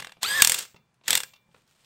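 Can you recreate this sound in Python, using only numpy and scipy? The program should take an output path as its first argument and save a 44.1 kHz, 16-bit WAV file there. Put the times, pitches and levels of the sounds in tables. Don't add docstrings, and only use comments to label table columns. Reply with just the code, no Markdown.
import sys
import numpy as np
from scipy import signal
from scipy.fft import rfft, irfft
from scipy.io import wavfile

SR = 44100
rng = np.random.default_rng(int(sys.argv[2]) if len(sys.argv) > 2 else 0)


def log_audio(samples):
    frames = np.atleast_2d(samples).T
    limited = np.clip(frames, -1, 1)
    pcm = np.round(limited * 32767).astype(np.int16)
    wavfile.write(sys.argv[1], SR, pcm)


N = 81585
TIME, BIN_HZ = np.arange(N) / SR, np.fft.rfftfreq(N, 1 / SR)

# start in seconds, level in dB, contact in seconds, treble tilt in dB per octave.
CLUTCH_BLOWS = [(.0003, -35, 0.005, -4), (0.0223, -37, 0.0048, -6), (0.0464, -32, 0.0014, -5.5),
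                (0.07, -36.5, 0.0027, -7.5), (0.0941, -43.5, .0025, -10), (0.1203, -43, 0.003, -6),
                (0.2309, -15.5, 0.0013, 0), (0.4204, -3, 0.003, 1.5), (.447, -9, .0025, 1.5),
                (0.473, -8.5, 0.00095, 1.5), (0.4966, -9, 0.00046, 1.5), (0.5197, -11, 0.0011, 2.5),
                (.543, -20, 0.0043, 2.5), (.587, -26, 0.006, 3.5), (0.6491, -44, 0.0047, -3),
                (1.08, -18, 0.004, -0.85), (1.1058, -12, 0.0023, 0.5), (1.1298, -13.5, 0.002, -2),
                (1.153, -11, 0.0015, 2), (1.174, -19, 0.0044, 0), (1.2034, -22, 0.00067, -0.5),
                (1.234, -28, 0.0018, -2)]


def clutch():
    # frequency in Hz, level in dB.
    clack_colour = [(40, -24), (130, -25), (320, -20.5), (600, -12.5), (1250, -6.5), (1750, -0.5),
                    (3600, -2), (4700, -1), (6100, -7), (8300, 2), (10400, -10.5), (12300, -7.5),
                    (13800, -12), (15700, -10)]
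    # frequency in Hz, width in Hz, gain in dB.
    case_resonances = [(930, 210, -1), (1680, 110, -3.5), (2070, 80, -7.5), (2827, 70, -1.5),
                       (3520, 160, 3.5), (5650, 110, 4), (6750, 220, -1.5), (7760, 200, -5.5),
                       (8700, 150, -3)]
    return blows(CLUTCH_BLOWS, clack_colour, case_resonances)


def thumps():
    width_s, lag_s = .0012, .00067
    u = np.arange(-400, 400) / SR / width_s
    push = u * np.exp(.5 - u ** 2 / 2)
    out = np.zeros(N)
    for start, db, _, _ in CLUTCH_BLOWS:
        add(out, start + lag_s - len(u) / 2 / SR, amp(-30 + 1.2 * db) * push)
    return out


def whine():
    # time in seconds, gear mesh in Hz, drive whine level in dB.
    speed = [(.214, 597.3, -63), (.238, 1040, -39.5), (.251, 1282, -30.5), (.268, 1524, -43.5),
             (.29, 1653, -37.5), (.31, 1662, -26.5), (.332, 1674, -30), (.36, 1796, -26.5),
             (.376, 1779, -29), (.392, 1745, -23), (.41, 1650, -23.5), (.425, 1700, -47), (.47, 1643, -63)]
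    # multiple of the mesh, relative level in dB, waver in radians.
    drive_partials = [(.305, -23, .5), (.62, -16, .5), (1, 0, .12), (1.155, -16, .7)]
    motor_partials = [(1.96, -37, 1.7), (2.91, -33, 0.4), (3.93, -41, 3.4), (4.88, -35, 0.99),
                      (5.88, -47.5, 2), (6.86, -39.5, 2), (7.84, -44.5, 1.6)]
    # frequency in Hz, gain in dB.
    housing = [(1800, -1.5), (2650, -2), (3400, 0), (4600, 1.5), (5700, -17), (7000, -9), (8100, -1.5),
               (10000, -11), (11700, -3), (12800, -3), (14000, -21)]
    times, mesh_hz, whine_db = np.transpose(speed)
    angle = 2 * np.pi * np.cumsum(np.interp(TIME, times, mesh_hz)) / SR

    def partials(table, flutter_db):
        out = np.zeros(N)
        for multiple, db, waver in table:
            flutter = unit_rms(amp(flutter_db * wander(hz=196)))
            out += amp(db) * flutter * np.sin(multiple * angle + waver * wander(hz=110))
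        return np.sqrt(2) * out

    on_s, off_s, fade_s = .232, .428, .018
    running = np.clip(np.minimum(TIME - on_s, off_s - TIME) / fade_s, 0, 1)
    spin_up = amp(10.5 * np.exp(-((TIME - on_s) / .017) ** 2))
    motor = coloured(running * spin_up * partials(motor_partials, flutter_db=3.5), housing)
    drive = envelope(np.c_[times, whine_db]) * partials(drive_partials, flutter_db=1.5)
    return drive + motor


def gears():
    # time in seconds, level in dB.
    squeezes = [
        [(.208, -67), (.218, -47.5), (.229, -33.5), (.245, -32), (.28, -33), (.37, -30.5), (.41, -26),
         (.46, -34.5), (.53, -33), (.58, -33), (.625, -38.5), (.675, -55.5), (.76, -71.5)],
        [(1.035, -72), (1.072, -46), (1.088, -30.5), (1.12, -28), (1.165, -31), (1.19, -38), (1.225, -51),
         (1.28, -56.5), (1.35, -74.5)],
    ]
    # frequency in Hz, level in dB.
    drive_colour = [(40, -41.5), (120, -8.5), (350, -14), (1000, -6.5), (2000, -1.5), (2900, -5), (3600, 4),
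                    (4900, -8), (5800, -8.5), (7900, -4.5), (10300, -24.5), (12000, -8.5), (15500, -19)]
    coast_colour = [(40, -30), (300, -8.5), (900, -5), (1600, -1.5), (3300, 2), (6200, -1), (7800, 4),
                    (9000, -1.5), (9900, -10), (12300, -10.5), (14000, -15), (15500, -11.5)]
    crossfade_s, grain_db, full_fizz_db = .1, 3, -42
    low_pass = signal.butter(4, 9300, fs=SR, output="sos")
    out = np.zeros(N)
    for curve, coast_s in zip(squeezes, (.45, 1.157)):
        gain = envelope(curve)
        coast = np.clip((TIME - coast_s) / crossfade_s + .5, 0, 1)
        hiss = np.sqrt(1 - coast) * noise(drive_colour) + np.sqrt(coast) * noise(coast_colour)
        hiss = unit_rms(hiss * amp(grain_db * wander(hz=750)))
        dull = signal.sosfiltfilt(low_pass, hiss)
        fizz = np.minimum(gain / amp(full_fizz_db), 1) ** .6
        out += gain * (dull + fizz * (hiss - dull))
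    return out


def drill_ring(shaking):
    # frequency in Hz, relative level in dB, seconds to fall 60 dB.
    modes = [(520, -1, 0.24), (1637, -8.5, .2), (2804, -0.5, 0.2), (7530, -1.5, .26), (8620, -8, .15)]
    return amp(-56.5) * ring(shaking, clusters(modes, spread=.0062, count=7))


def handling():
    # start in seconds, level in dB, contact in seconds, treble tilt in dB per octave.
    knocks = [(.169, -55.5, 0.0029, -8), (.7435, -55.5, 0.0044, -10), (.761, -54, 0.0085, -4),
              (.943, -65, .001, 7.5), (1.012, -63.5, 0.0032, -8.5), (1.037, -58.5, 0.0078, -2),
              (1.335, -53, 0.006, 1.5), (1.359, -60.5, .008, 0.5), (1.514, -69, .003, 0.5),
              (1.545, -52, .004, -9), (1.564, -60, 0.0037, -8), (1.676, -66.5, .004, 11),
              (1.807, -63.5, 0.0019, 5.5), (1.845, -60, .005, 3.5)]
    # frequency in Hz, level in dB.
    knock_colour = [(60, -25), (180, -12.5), (450, -3.5), (1000, 1), (1800, -4), (2900, 4.5), (5000, -3),
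                    (8000, -12.5), (15000, -27.5)]
    return blows(knocks, knock_colour, resonances=[])


def socket():
    # start in seconds, level in dB.
    clinks = [(.0705, -53.5), (.761, -62.5), (1.234, -49.5), (1.335, -55)]
    # frequency in Hz, relative level in dB, seconds to fall 60 dB.
    modes = [(1028, -19.5, .44), (2363, -12, .8), (2730, 2, 0.11), (3044, -14, 0.14), (3490, -9.5, 0.45),
             (4900, -9, 0.08)]
    return ring(taps(clinks), modes)


def guard():
    # start in seconds, level in dB.
    nudges = [(.002, -53.5), (.169, -67), (.745, -59.5), (1.49, -68.5)]
    # frequency in Hz, relative level in dB, seconds to fall 60 dB.
    modes = [(135, -8, .5), (180, -2.5, 0.22), (223, -9, 0.69), (326, -10, 0.12), (399, -8.5, 0.22),
             (565, -4.5, .14), (870, -2, .1)]
    return ring(taps(nudges), clusters(modes, spread=.045, count=4))


def sleeve():
    # time in seconds, level in dB.
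    rubbing = [(1.4, -86), (1.5, -80), (1.56, -66), (1.65, -76.5), (1.71, -68.5), (1.85, -69)]
    # frequency in Hz, level in dB.
    cloth_colour = [(100, -10.5), (900, -3.5), (3500, -0.5), (6000, -6.5), (8500, -3.5), (10500, -16),
                    (15500, -13)]
    return envelope(rubbing) * unit_rms(noise(cloth_colour) * amp(2.33 * wander(hz=150.6)))


def opening_ring():
    # frequency in Hz, level in dB.
    wash_colour = [(40, -17.5), (150, -0.5), (400, -14), (900, -3.5), (3300, 3.5), (5500, -9.5),
                   (8500, -9.5), (10500, -14.5), (13000, -12), (15500, -29)]
    return amp(-46.5 - 150 * TIME) * noise(wash_colour)


def workshop_echo(sound):
    # frequency in Hz, seconds to fall 60 dB.
    decay_times = [(100, .7), (400, 0.25), (1500, 0.16), (4000, 0.19), (8000, 0.11), (15000, 0.41)]
    hz, t, bands = signal.stft(rng.standard_normal(SR), SR, nperseg=256)
    decay = np.exp(-np.log(1000) * t / at_hz(decay_times, hz)[:, None])
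    tail = signal.istft(bands * decay, SR, nperseg=256)[1][:SR]
    tail *= np.minimum(TIME[:SR] / .004, 1)
    return signal.fftconvolve(sound, tail / np.linalg.norm(tail))[:N]


def room_tone():
    # frequency in Hz, level in dB.
    rumble_colour = [(25, -13.5), (70, -4), (130, 7), (190, 2.5), (300, -9.5), (1000, -8.5), (3000, -18),
                     (8000, -25), (15000, -41.5)]
    return amp(-71.5) * noise(rumble_colour)


def blows(table, colour, resonances, size=3000):
    fall_s, rattle_s = .0013, .009
    out, t = np.zeros(N), np.arange(size) / SR
    rattle = amp(-10.5) * np.exp(-t / rattle_s)
    for start, db, contact_s, tilt_db in table:
        contact = np.exp(-np.maximum(t - contact_s, 0) / fall_s)
        chatter = rng.choice([-1., 1.], size) * np.hypot(contact, rattle)
        add(out, start, amp(db) * signal.fftconvolve(chatter, body(colour, tilt_db, resonances)))
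    return out


def body(colour, tilt_db, resonances, size=4096):
    hz = np.fft.rfftfreq(size, 1 / SR)
    gain = amp(at_hz(colour, hz) + tilt_db * np.log2(1 + hz / 900))
    gain *= 1 + sum(amp(db) / (1 + (2 * (hz - f) / width) ** 2) for f, width, db in resonances)
    log_gain = np.log(np.r_[gain, gain[-2:0:-1]])
    minimum_phase = np.exp(np.conj(signal.hilbert(log_gain)))
    response = np.fft.ifft(minimum_phase).real[:size // 2]
    return response / np.linalg.norm(response)


def ring(shaking, modes):
    t = TIME[:SR]
    tail = sum(amp(db) * np.exp(-np.log(1000) * t / t60) * np.sin(2 * np.pi * hz * t)
               for hz, db, t60 in modes)
    return signal.fftconvolve(shaking, tail)[:N]


def clusters(modes, spread, count):
    return [(hz * (1 + spread * rng.uniform(-1.1, 1.1)), db - 10 * np.log10(count), t60)
            for hz, db, t60 in modes for _ in range(count)]


def taps(table):
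    out = np.zeros(N)
    for start, db in table:
        add(out, start, amp([db]))
    return out


def noise(colour):
    return unit_rms(coloured(rng.standard_normal(N), colour))


def wander(hz):
    return unit_rms(irfft(rfft(rng.standard_normal(N)) * np.exp(-(BIN_HZ / hz) ** 2), N))


def coloured(sound, colour):
    return irfft(rfft(sound) * amp(at_hz(colour, BIN_HZ)), N)


def at_hz(points, hz):
    f, value = np.transpose(points)
    return np.interp(np.log(hz + 1), np.log(f + 1), value)


def envelope(points):
    return amp(np.interp(TIME, *np.transpose(points), left=-200, right=-200))


def add(mix, start_s, sound):
    part = mix[max(round(start_s * SR), 0):][:len(sound)]
    part += sound[:len(part)]


def amp(db):
    return 10 ** (np.asarray(db) / 20)


def unit_rms(x):
    return x / np.sqrt(np.mean(x ** 2) + 1e-20)


def scene():
    drill = clutch() + gears()
    near = drill + drill_ring(drill) + thumps() + whine() + sleeve()
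    knocks = handling()
    steel = socket() + guard()
    opening = opening_ring()
    echo = workshop_echo(amp(-16) * near + amp(-4.5) * knocks)
    return (near + knocks + steel + echo + opening + room_tone())[None]


def record(dry):
    clipped = np.clip(dry, -1, 1)
    low_pass = signal.firwin(511, 15850, window=("kaiser", 9), fs=SR)
    return signal.oaconvolve(clipped, low_pass[None], "same")


dry = scene()
out = record(dry)
log_audio(out)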